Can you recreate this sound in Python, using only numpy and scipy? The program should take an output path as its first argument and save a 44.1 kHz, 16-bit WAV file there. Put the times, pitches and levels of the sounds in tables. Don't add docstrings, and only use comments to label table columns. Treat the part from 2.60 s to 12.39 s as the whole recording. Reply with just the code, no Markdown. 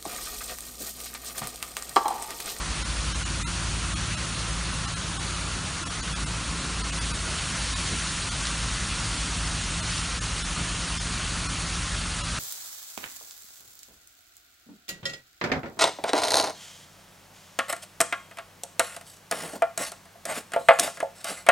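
import sys
import numpy as np
from scipy import signal
from scipy.io import wavfile
from scipy.ndimage import uniform_filter1d

SR = 44100
rng = np.random.default_rng(int(sys.argv[2]) if len(sys.argv) > 2 else 0)


def unload_audio(sound):
    columns = np.transpose(np.atleast_2d(sound))
    steps = np.round(np.clip(columns, -1, 1) * 32767)
    wavfile.write(sys.argv[1], SR, steps.astype(np.int16))


def voltage_ratio(level):
    return 10 ** (np.asarray(level, float) / 20)


N = 431738

# (frequency [Hz], density [dB per Hz])
HISS_SPECTRUM = [(900, -30), (1550, -3), (2200, -4.5), (2650, -2), (3800, -3.5), (4550, -2.5), (4900, -6.5),
                 (5400, -5), (6900, -4.5), (7700, -8.5), (8700, -5), (10300, -9.5), (10480, -22.5),
                 (10780, -22), (11200, -37.5)]
# (frequency [Hz], density [dB per Hz])
SPRAY_SPECTRUM = [(260, -42), (450, -6), (830, -4), (1050, 1.5), (1380, 2.5), (1480, 1), (1600, -5.5),
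                  (2300, -8.5), (3000, -21)]
# (frequency [Hz], density [dB per Hz])
WASH_SPECTRUM = [(12, -36), (20, -5), (43, -2), (65, -3.5), (114, -7.5), (173, -6.5), (219, -10),
                 (422, -18), (552, -22), (700, -20.5), (910, -45.5), (1540, -120)]
# (time [s], lift of the hiss [dB])
SURGES = [
    (4.42, 1.3),
    (5.38, 0.61),
    (7.37, 1.9),
]
# (time [s], peak level [dB], centre frequency [Hz], length [s])
AIR_POCKETS = [
    (4.767, -29, 2900, 0.047),
    (5.191, -32, 2550, 0.035),
    (5.849, -29.5, 3470, .05),
    (5.854, -19, 3500, .002),
    (5.869, -18, 4000, 0.0031),
    (6.875, -16, 4000, .0015),
]
# (time [s], near firing tone [dB], far firing tone [dB],
# far second tone [dB], shared tone [dB])
WALK = [(0, -39, -34.5, -52, -55), (.5, -47, -32, -46, -53), (1.5, -53, -36.5, -39.5, -44.5),
        (2.5, -63, -38.5, -43.5, -42.5), (3.25, -47, -45.5, -53, -51.5), (3.75, -45, -36, -41, -51.5),
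        (4.2, -52, -34.5, -52.5, -46), (5.4, -44, -39.5, -51, -55.5), (6.4, -41.5, -37.5, -43, -43),
        (7.5, -38, -41, -48.5, -43.5), (8.6, -38, -43, -54, -42.5), (9.79, -39.5, -41.5, -49.5, -44)]
# (multiple of the engine cycle [-], level [dB])
NEAR_ORDERS = [(6, -43.6), (7, -58), (12, -45.0), (15, -47.9), (18, -51.3), (20, -54), (21, -51.3),
               (22, -45.6), (23, -51.5), (24, -51.5), (25, -58.6), (30, -54.4), (32, -59.2), (33, -60.6),
               (36, -57.3), (39, -59.6), (40, -60.8), (46, -60.8), (48, -64.5), (50, -65.4), (9, -58),
               (10, -57), (16, -60), (17, -58), (19, -61), (42, -62), (72, -62), (142, -61), (180, -59),
               (190, -63)]
# (multiple [-], start [s], end [s], change [dB])
PASSING = [
    (12, 1.5, 2.6, -3.5),
    (15, 5, 7, 7.5),
    (18, 4.5, 9, -12),
    (21, 5, 8.5, -11.5),
    (23, 1.2, 2.2, -3),
    (24, .5, 1.8, 7.5),
    (46, 1.5, 2.5, -7.5),
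    (72, 6.4, 4.8, 6),
]
PASSING_LEVEL = {12: -44, 15: -52.5, 18: -50, 21: -47.5, 23: -49.5, 24: -60.5, 46: -54, 72: -65.5}
# (multiple of the engine cycle [-], level [dB])
FAR_ORDERS = [(6, -38), (8, -59.5), (12, -46), (20, -56), (21, -57), (24, -62.5), (30, -62), (36, -62.5)]
# (multiple of the rotation [-], level [dB])
PUMP_ORDERS = [(6, -46.5), (8, -50), (9, -58), (10, -48)]
# (multiple of the rotation [-], level [dB])
SLOW_PUMP_ORDERS = [(6, -49.5), (9, -43)]
# (time [s], lift of the wash [dB])
STEPS = [
    (.03, 5),
    (.72, 0.5),
    (1.35, 4),
    (3.95, 2.5),
    (4.70, 4),
    (5.12, -1),
    (5.33, 8),
    (7.23, 5),
    (8.01, 10),
]
STARVED = [.241, .540, .646, .841, .862, 1.350, 1.563, 2.268, 2.352, 2.588, 3.248, 3.291, 3.419, 3.547,
           3.654, 4.230, 4.316, 4.400, 4.529, 5.148, 5.702, 7.217, 7.600, 7.835, 8.390, 8.882, 9.628]
# (time [s], lower edge [Hz])
FILLED = [(1.081, 4130), (1.245, 6800), (1.499, 6800), (1.66, 4570), (1.918, 4570), (2.127, 6800),
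          (2.451, 8200), (2.755, 5090), (2.962, 6800), (3.358, 6180), (3.728, 8200), (4.01, 5090),
          (4.59, 4570), (4.938, 5090), (4.938, 8200), (5.284, 4570), (5.493, 5600), (5.751, 6800),
          (5.96, 4570), (6.42, 4130), (6.584, 5600), (6.862, 5600), (7.305, 5600), (7.375, 5600),
          (7.701, 4130), (7.889, 4130), (8.162, 4130), (8.581, 8200), (8.975, 7500), (9.072, 4570)]

FAR_BEAT_S, SECOND_BEAT_S, NEAR_BEAT_S, UPPER_BEAT_S = .45, 1.04, 8.65, 7.69


def evened(x):
    return x / np.sqrt(np.mean(x ** 2) + 1e-20)


def ramp(t, start, length):
    return np.clip((t - start) / length, 0, 1)


def during(t, span, ramp_s):
    return ramp(t, span[0] - ramp_s, ramp_s) - ramp(t, span[1], ramp_s)


def lifts(t, events, half_width_s):
    return sum(db * (1 - ramp(abs(t - s), 0, half_width_s)) for s, db in events)


def wander(t, top_hz):
    rates = top_hz * np.geomspace(.04, 1, num=16)
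    return evened(sum(np.sin(2 * np.pi * (f * t + rng.random())) / np.sqrt(f) for f in rates))


def turbulence(colour, patchy_db, flicker_db, size):
    frames, hz = 4 * N // size + 5, np.fft.rfftfreq(size, 1 / SR)
    real, imaginary, patches = rng.standard_normal((frames, len(hz), 3)).T
    patches = uniform_filter1d(patches, size=9, axis=0)
    patches = evened(uniform_filter1d(patches, size=11, axis=1))
    flicker = evened(uniform_filter1d(rng.standard_normal(frames), size=7))
    f, db = np.transpose(colour)
    field = np.interp(np.log(hz + 1), np.log(f + 1), db, left=-90, right=-90)[:, None]
    z = (real + 1j * imaginary) * voltage_ratio(field + patchy_db * patches + flicker_db * flicker)
    return evened(signal.istft(z, nperseg=size, noverlap=3 * size // 4)[1][:N])


def jet_hiss(t):
    turn_s, settle_s = 4.22, 1
    level_db = -34 + 2.5 * ramp(t, turn_s, 0.8) - 1.05 * ramp(t, turn_s + settle_s, settle_s)
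    level_db = level_db + lifts(t, SURGES, half_width_s=.16)
    swell_db = 0.37 * np.repeat(wander(t[::64], top_hz=3), repeats=64)[:N]
    return voltage_ratio(level_db + swell_db) * turbulence(HISS_SPECTRUM, patchy_db=0.97, flicker_db=0.15, size=512)


def spray():
    return voltage_ratio(-39) * turbulence(SPRAY_SPECTRUM, patchy_db=0.77, flicker_db=0.0, size=512)


def spits():
    out = np.zeros(N)
    for s, db, hz, length_s in AIR_POCKETS:
        length = round(length_s * SR)
        b, a = signal.butter(2, [.75 * hz, 1.4 * hz], "bandpass", fs=SR)
        noise = evened(signal.lfilter(b, a, rng.standard_normal(4000)))
        burst = voltage_ratio(db - 5) * noise[-length:] * np.hanning(length)
        out[round(s * SR):][:len(burst)] += burst
    return out


def rotation(t, cycle_hz, orders, walked, crests):
    turns = np.cumsum(cycle_hz * (1 + .0004 * wander(t, top_hz=2.5))) * t[1]
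    out = np.zeros(len(t))
    for k, db in orders:
        k = round(k)
        drift_db = 1.8 * wander(t, top_hz=.7)
        crest_s = crests.get(k, 9 * rng.random())
        since = turns - np.interp(crest_s, t, turns)
        out += np.sqrt(2) * voltage_ratio(walked.get(k, db + drift_db)) * np.cos(2 * np.pi * k * since)
    return out


def engines(t):
    s, *levels = np.transpose(WALK)
    firing_db, far_db, far_second_db, shared_db = [np.interp(t, s, db) for db in levels]
    near_db = {6: firing_db, 22: shared_db}
    for k, start, end, db in PASSING:
        near_db[round(k)] = PASSING_LEVEL[round(k)] + db * ramp(t, start, end - start)
    near = rotation(t, 7.5085, NEAR_ORDERS, near_db, {6: NEAR_BEAT_S, 12: SECOND_BEAT_S, 15: UPPER_BEAT_S})
    far = rotation(t, 9.1735, FAR_ORDERS, {6: far_db, 12: far_second_db}, {6: FAR_BEAT_S, 12: UPPER_BEAT_S})
    return near + far


def pumps(t):
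    fast_db = dict(PUMP_ORDERS)
    fast_db[6] = fast_db[6] + 4 * during(t, (3.8, 6.6), 1)
    hidden_db = -6.5 * during(t, (3.1, 6.4), 1.5)
    slow_db = {k: db + hidden_db for k, db in SLOW_PUMP_ORDERS}
    fast = rotation(t, 8.962, PUMP_ORDERS, fast_db, {6: FAR_BEAT_S, 10: SECOND_BEAT_S})
    return fast + rotation(t, 7.2947, SLOW_PUMP_ORDERS, slow_db, {6: NEAR_BEAT_S})


def yard_wash(t):
    shake_db = during(t, (3.7, 6.3), .85) + lifts(t, STEPS, half_width_s=.05)
    return voltage_ratio(-38 - 1.5 + shake_db) * turbulence(WASH_SPECTRUM, patchy_db=1.95, flicker_db=0.1, size=4096)


def scene():
    t = np.arange(N) / SR
    slow_t = np.arange(0, N + 8, 8) / SR
    water = jet_hiss(t) + spray() + spits()
    tones = signal.resample_poly(engines(slow_t) + pumps(slow_t), 8, 1)[:N]
    return np.tile(water + tones + yard_wash(t), (2, 1))


def lapped(x, size, start, window, change):
    n, k = np.arange(2 * size), np.arange(round(22600 * size / SR))
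    phase = np.pi / size * np.outer(k + .5, n + .5 + size / 2)
    basis = np.sqrt(2 / size) * window * np.cos(phase)
    blocks = np.pad(x, (2 * size - start, 3 * size))[:(N // size + 4) * size].reshape(-1, size)
    lines = np.hstack([blocks[:-1], blocks[1:]]) @ basis.T
    hz = (k + .5) * SR / (2 * size)
    frames = change(lines, hz, lambda s: round((s * SR - start) / size) + 1) @ basis
    joined = frames[..., :-1, size:] + frames[..., 1:, :size]
    return joined.reshape(*joined.shape[:-2], -1)[..., size - start:][..., :N]


def starve(lines, hz, frame_of):
    power = uniform_filter1d(lines ** 2, size=31)
    local = np.sqrt(uniform_filter1d(power, size=5, axis=0) + 1e-20)
    step = local * np.clip(hz / 1500, .1, 1)
    for s in STARVED:
        at = frame_of(s)
        survive = 2.1 if s == 7.217 else 2.4
        wide = survive / .6 * np.clip(hz / 7000, .2, 1) ** .07 * local[at]
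        step[at, hz > 330] = wide[hz > 330]
    top = voltage_ratio(-4.5) * local[:, (hz > 9000) & (hz < 10000)].mean(1, keepdims=True)
    step = np.maximum(step, top * (hz > 10150))
    return np.sign(lines) * np.floor(abs(lines) / step + .4) * step


def fill(lines, hz, frame_of):
    kept = (abs(lines) > voltage_ratio(-63)) | (hz < 9600)
    out = np.tile(lines * kept, (2, 1, 1))
    for s, lo_hz in FILLED:
        at, hi_hz = frame_of(s), min(1.27 * lo_hz, 10400)
        band = (hz > lo_hz + 40) & (hz < hi_hz - 40)
        noise = rng.standard_normal((2, len(hz)))[:, band]
        out[:, at, band] = voltage_ratio(-0.8) * lines[at, band].std() * noise
    return out


def roll_off(x):
    return signal.sosfilt(signal.butter(12, 11280, fs=SR, output="sos"), x)


def record(dry):
    bass_cut = signal.butter(3, 38, "highpass", fs=SR, output="sos")
    sound = signal.sosfilt(bass_cut, dry[0])
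    size = 941
    sine = np.sin(np.pi * (np.arange(2 * size) + .5) / (2 * size))
    thinned = lapped(sound, size, 233, sine, starve)
    size = 1024
    kaiser = signal.windows.kaiser_bessel_derived(2 * size, 4 * np.pi)
    mix = lapped(thinned, size, 617, kaiser, fill)
    return roll_off(mix)


dry = scene()
out = record(dry)
unload_audio(out)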